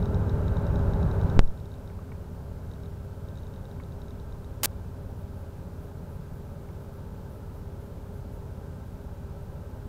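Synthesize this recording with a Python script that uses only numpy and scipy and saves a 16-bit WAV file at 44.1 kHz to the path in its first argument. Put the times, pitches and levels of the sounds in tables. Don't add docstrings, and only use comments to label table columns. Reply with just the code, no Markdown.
import sys
import numpy as np
from scipy import signal
from scipy.fft import rfft, irfft, next_fast_len
from scipy.io import wavfile
from scipy.ndimage import uniform_filter1d

SR = 44100
rng = np.random.default_rng(int(sys.argv[2]) if len(sys.argv) > 2 else 0)


def wrap_up_sound(samples):
    columns = np.atleast_2d(samples).T
    tamed = np.clip(columns, -1, 1)
    steps = np.round(tamed * 32767).astype(np.int16)
    wavfile.write(sys.argv[1], SR, steps)


def convert_level_to_amplitude(level_db):
    exponent = np.asarray(level_db, float) / 20
    return 10 ** exponent


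N = 435706
T = np.arange(N) / SR

# start_s, gain_db
INPUT_GAIN = [
    (0, 11.5),
    (1.38, 14),
    (1.405, 5.5),
    (1.46, 0),
    (9.88, -0.5),
]


def curve(rows):
    x, y = np.transpose(rows)
    return np.interp(T, x, y)


def walk(rate_hz):
    hold = int(SR / rate_hz)
    held = np.repeat(rng.standard_normal(N // hold + 1), hold)
    return 1.7 * uniform_filter1d(uniform_filter1d(held, hold), hold)[:N]


def coloured(points, rms_db, peaks=(), split_hz=()):
    size = next_fast_len(N)
    hz = np.maximum(np.fft.rfftfreq(size, 1 / SR), 1)
    point_hz, point_db = np.transpose(points)
    shape_db = np.interp(np.log(hz), np.log(point_hz), point_db, left=-90)
    for centre_hz, width_hz, peak_db in peaks:
        shape_db = shape_db + peak_db / (1 + (2 * (hz - centre_hz) / width_hz) ** 2)
    gain = convert_level_to_amplitude(shape_db)
    spectrum = rfft(rng.standard_normal(size)) * gain
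    spectrum = spectrum * convert_level_to_amplitude(rms_db) / np.sqrt(np.mean(gain ** 2))
    shares = [1]
    if len(split_hz):
        shares = [np.interp(np.log(hz), np.log(split_hz), one) for one in np.eye(len(split_hz))]
    return [irfft(spectrum * share, size)[:N] for share in shares]


def tone(turns, rms_db, wobble_db, wobble_rad, rate_hz):
    level = np.sqrt(2) * convert_level_to_amplitude(rms_db + wobble_db * walk(rate_hz))
    return level * np.cos(2 * np.pi * turns + wobble_rad * walk(rate_hz))


def ring(length, hz, t60_s, rise_s):
    t = np.arange(length) / SR
    return (1 - np.exp(-t / rise_s)) * convert_level_to_amplitude(-60 * t / t60_s) * np.sin(2 * np.pi * hz * t)


def add(out, start_s, sound):
    i = int(start_s * SR)
    out[i:i + len(sound)] += sound[:N - i]


def engine():
    # time_s, crank_rpm
    idle = [(0.0, 666.0), (0.8, 658.4), (2.24, 665.3), (2.63, 653.2), (3.37, 666.2), (3.95, 657.3),
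            (4.5, 658.8), (4.72, 664.6), (5.32, 654.1), (5.85, 660.4), (6.82, 655.0), (7.36, 664.1),
            (7.68, 658.0), (8.09, 665.7), (8.49, 658.1), (8.97, 662.1), (9.28, 652.9), (9.88, 667.1)]
    # crank_multiple, start_level_db, end_level_db
    crank_orders = [(2, -51, -54), (3, -55, -55), (3.5, -59, -63), (4, -55, -61), (4.5, -52, -52),
                    (6, -44, -48), (7.5, -45, -44.5), (8, -53, -59), (9, -45.5, -46), (10.5, -62, -61),
                    (11, -60, -60), (12, -55, -54), (15, -52, -57), (16, -61, -61)]
    body_lag = [(2, -6.9), (3, -3.5), (4.5, -2.2), (6, .2), (7.5, 1.85), (9, 4.8), (12, 14.1), (16, 31.8)]
    # pitch_hz, level_db
    pump_tones = [(140, -53.5), (453, -63.5)]
    # freq_hz, density_db
    rumble = [(12, -29), (20, -4.5), (91, -3.5), (172, -7.5), (301, -20), (410, -20.5), (485, -23),
              (558, -17), (718, -26), (897, -27.5), (1530, -33.5), (1960, -46.5), (3840, -57.5),
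              (13900, -74), (16000, -71)]
    # freq_hz, width_hz, peak_db
    panels = [(54.6, 5.9, -5.5), (111, 18, -6.5), (151.4, 8.2, -5), (181, 22, 2), (195, 10, -3),
              (204.5, 18, 2), (242, 10, -3), (255.4, 21, 5.5), (404, 83, 2.5), (530, 32, 1),
              (871, 140, 4.5), (1324, 17, 7.5), (1565, 75, 4.5), (2400, 150, 1), (3890, 410, 7.5)]
    # freq_hz, width_hz, peak_db
    valleys = [(26, 6, -7), (75, 9, -6), (94, 9, -5), (124, 10, -3), (705, 40, -3), (1050, 40, 3),
               (1100, 50, -5)]
    # time_s, change_db
    swell = [(0.0, -0.27), (9.88, 0.67)]

    crank_turns = np.cumsum(curve(idle)) / 60 / SR
    lag_multiple, lag_rad = np.transpose(body_lag)
    out = np.zeros(N)
    for multiple, start_db, end_db in crank_orders:
        turns = multiple * crank_turns + np.interp(multiple, lag_multiple, lag_rad) / (2 * np.pi)
        out += tone(turns, start_db + (end_db - start_db) * T / T[-1], 1.1, .12, 1.5)
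    for hz, level_db in pump_tones:
        out += tone(hz * T, level_db, 1.5, .5, 4.0)
    out += tone(36.72 * crank_turns, -55.5, 1.05, .36, 14.0)
    swell_db = curve(swell)
    for band in coloured(rumble, -42.5, panels + valleys, split_hz=25 * 2. ** np.arange(9)):
        out += band * convert_level_to_amplitude(swell_db + .18 * walk(9.0))
    return out


def electronics():
    # freq_hz, density_db
    hiss = [(100, 0), (2000, 3), (5000, -1), (9000, -4), (14000, -4), (20000, -14)]
    # pitch_hz, level_db
    whine = [(13645, -94), (13697.5, -89), (13749.8, -79.5), (13802, -92), (11966, -97), (12018, -96),
             (15482, -98)]
    return coloured(hiss, -64.5)[0] + sum(tone(hz * T, level_db, .8, .2, 3.0) for hz, level_db in whine)


def focus_motor():
    # start_s, strength_db
    steps = [(.1446, 2), (.2947, 2), (.4808, 1.5), (.568, 0), (.6669, -3), (.9348, 0), (1.0286, -1),
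             (1.1129, -1), (1.213, -2.5), (1.2984, -1), (1.4755, 0), (1.6561, 0), (1.8751, 0), (3.2859, 0),
             (3.3553, -2), (3.6537, 0.5), (3.713, 0), (3.8357, 1), (3.922, -1), (4.0173, 2.5), (4.1979, 1),
             (4.3236, 0.5), (4.4448, 1.5)]
    # start_s, strength_db, second_delay_s, second_strength_db
    reversals = [(.0263, -1, .0302, 1), (.7572, 0, .0349, -4), (1.5747, -2, .0251, -2),
                 (1.7165, 0, .0234, 1), (2.7142, 1, .022, 0), (2.8345, -1, .0239, -1), (3.3737, 2, .011, 0),
                 (3.4331, -3, .0349, 0), (3.538, 0, .0228, -1), (4.0821, 1, .0245, 2)]
    # pitch_hz, level_db, t60_s
    tick_modes = [(3810, 0, .010), (4550, -4, .004), (5400, -5, .006), (6300, -6, .0045), (1600, -5, .008)]
    # start_s, end_s
    whirr_runs = [(5.16, 5.23), (5.36, 5.43), (5.805, 5.87), (6.09, 6.17), (6.325, 6.39), (6.795, 6.86),
                  (6.925, 6.985), (7.295, 7.385), (7.53, 7.6), (7.8, 7.875), (8.12, 8.19), (8.32, 8.37)]
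    # freq_hz, density_db
    whirr = [(8000, -30), (9900, -13), (10350, 0), (10750, -11), (12000, -8), (13050, -3), (13700, -11),
             (14300, -11), (14750, -2), (15250, -11), (17000, -30)]
    peak_db, gain_share = -44.5, .61

    out, gain_db = np.zeros(N), curve(INPUT_GAIN)
    ticks = list(steps)
    for start_s, first_db, delay_s, second_db in reversals:
        ticks += [(start_s, first_db), (start_s + delay_s, second_db)]
    for (start_s, strength_db), chance in zip(ticks, rng.standard_normal((len(ticks), 12))):
        tick_db = strength_db + peak_db + gain_share * gain_db[int(start_s * SR)]
        for k, (hz, mode_db, t60_s) in enumerate(tick_modes):
            spread = 1 if k else .25
            mode = ring(900, hz * (1 + .015 * spread * chance[k]), t60_s, .0006)
            add(out, start_s + .0004, convert_level_to_amplitude(tick_db + mode_db + 1.7 * spread * chance[-1 - k]) * mode)

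    running = sum((T > start_s) & (T < end_s) for start_s, end_s in whirr_runs) * 1.
    running = uniform_filter1d(running, size=500)
    bands = coloured(whirr, -71.0, split_hz=(10300, 11800, 13000, 14700))
    return out + running * sum(band * convert_level_to_amplitude(1.2 * walk(8.0)) for band in bands)


def gain_switch():
    # time_s, bias_full_scale
    swing = [
        (1.355, 0),
        (1.372, -.22),
        (1.388, -.2),
        (1.406, .31),
        (1.416, .1),
        (1.429, .07),
        (1.44, -.37),
        (1.452, -.45),
        (1.495, -.08),
    ]
    # start_s, end_s, start_bias, end_bias
    stalls = [
        (1.3766, 1.3868, -.4, -.275),
        (1.389, 1.39238, -.3, -.26),
        (1.39238, 1.405, .48, .41),
    ]
    jump_s, jump_size, jump_rise_s = 1.39238, .74, .00008

    stalled, limit = np.zeros(N), np.zeros(N)
    for start_s, end_s, start_bias, end_bias in stalls:
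        inside = (T > start_s) & (T <= end_s)
        stalled += inside
        limit += inside * np.interp(T, (start_s, end_s), (start_bias, end_bias))
    bias = np.where(stalled > 0, limit, curve(swing))
    slow = uniform_filter1d(bias - jump_size * (T > jump_s), size=50)
    fast = uniform_filter1d(np.clip((T - jump_s) / jump_rise_s + .5, 0, 1), size=2)
    return slow + jump_size * fast, uniform_filter1d(1. - stalled, size=40)


def trim():
    # start_s, peak_db, low_ring_hz, high_ring_hz, high_ring_db
    creaks = [
        (1.8995, -48, 1350, 2050, 4),
        (1.99, -40, 1170, 2200, -13),
        (2.1185, -39.5, 950, 2120, 2),
        (3.7995, -38.5, 1050, 2120, 0),
        (6.689, -54, 1300, 2050, 8),
    ]
    out = np.zeros(N)
    for (start_s, peak_db, low_hz, high_hz, high_db), chance in zip(creaks, rng.random((len(creaks), 2))):
        high = sum(ring(2000, share * high_hz, .013, .0006) for share in (.7, .93, 1.03))
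        slip = ring(2000, low_hz, .014, .0005) + convert_level_to_amplitude(high_db - 5) * high
        for lag_s, drop_db in ((0, 0), (.0024 + .0006 * chance[0], -7), (.0047 + .001 * chance[1], -8)):
            add(out, start_s + lag_s, convert_level_to_amplitude(peak_db + drop_db) * slip)
    return out


def garbled():
    # start_s, end_s
    block_s = (4.6316, 4.658)
    flips_per_bit = (10, 5, 9, 4)
    # time_s, sign
    top_flips = [(4.6334, -1), (4.63442, -1), (4.63748, 1), (4.64236, -1), (4.64569, -1), (4.64612, -1),
                 (4.64893, 1), (4.65152, 1), (4.65474, 1), (4.65658, 1), (4.65728, 1), (4.658, -1)]

    start_s, end_s = block_s
    bit = rng.permutation(np.repeat(2 + np.arange(len(flips_per_bit)), flips_per_bit))
    slot, chance = rng.random((len(bit), 2)).T
    flip_s = start_s + (end_s - start_s) * (np.arange(len(bit)) + slot) / len(bit)
    errors = np.zeros(N)
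    errors[(flip_s * SR).astype(int)] = np.sign(chance - .5) * convert_level_to_amplitude(4.5) / 2 ** bit
    top_s, top_sign = np.transpose(top_flips)
    errors[np.round(top_s * SR).astype(int)] = top_sign * convert_level_to_amplitude(2.5) / 2
    block = (T > start_s) & (T < end_s + .0006)
    low_bits = convert_level_to_amplitude(-33) * rng.standard_normal(N) * (rng.random(N) < .15)
    return errors + block * low_bits


def cut(x, top_hz):
    return signal.sosfiltfilt(signal.ellip(8, .1, 40, top_hz, fs=SR, output="sos"), x)


def scene():
    return (engine() * convert_level_to_amplitude(curve(INPUT_GAIN)) + focus_motor() + trim())[None]


def top_cut(x):
    return signal.sosfilt(signal.butter(12, 17140, fs=SR, output="sos"), x)


def record(dry):
    bias, live = gain_switch()
    fade_in = np.minimum(T / .00077, 1)
    x = (dry + electronics() * convert_level_to_amplitude(.15 * curve(INPUT_GAIN))) * live * fade_in + bias
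    coupling_hz = 12
    x = signal.lfilter([1, -1], [1, -np.exp(-2 * np.pi * coupling_hz / SR)], x)
    mix = cut(x, 15690) + cut(garbled(), 16200)
    return top_cut(mix)


dry = scene()
out = record(dry)
wrap_up_sound(out)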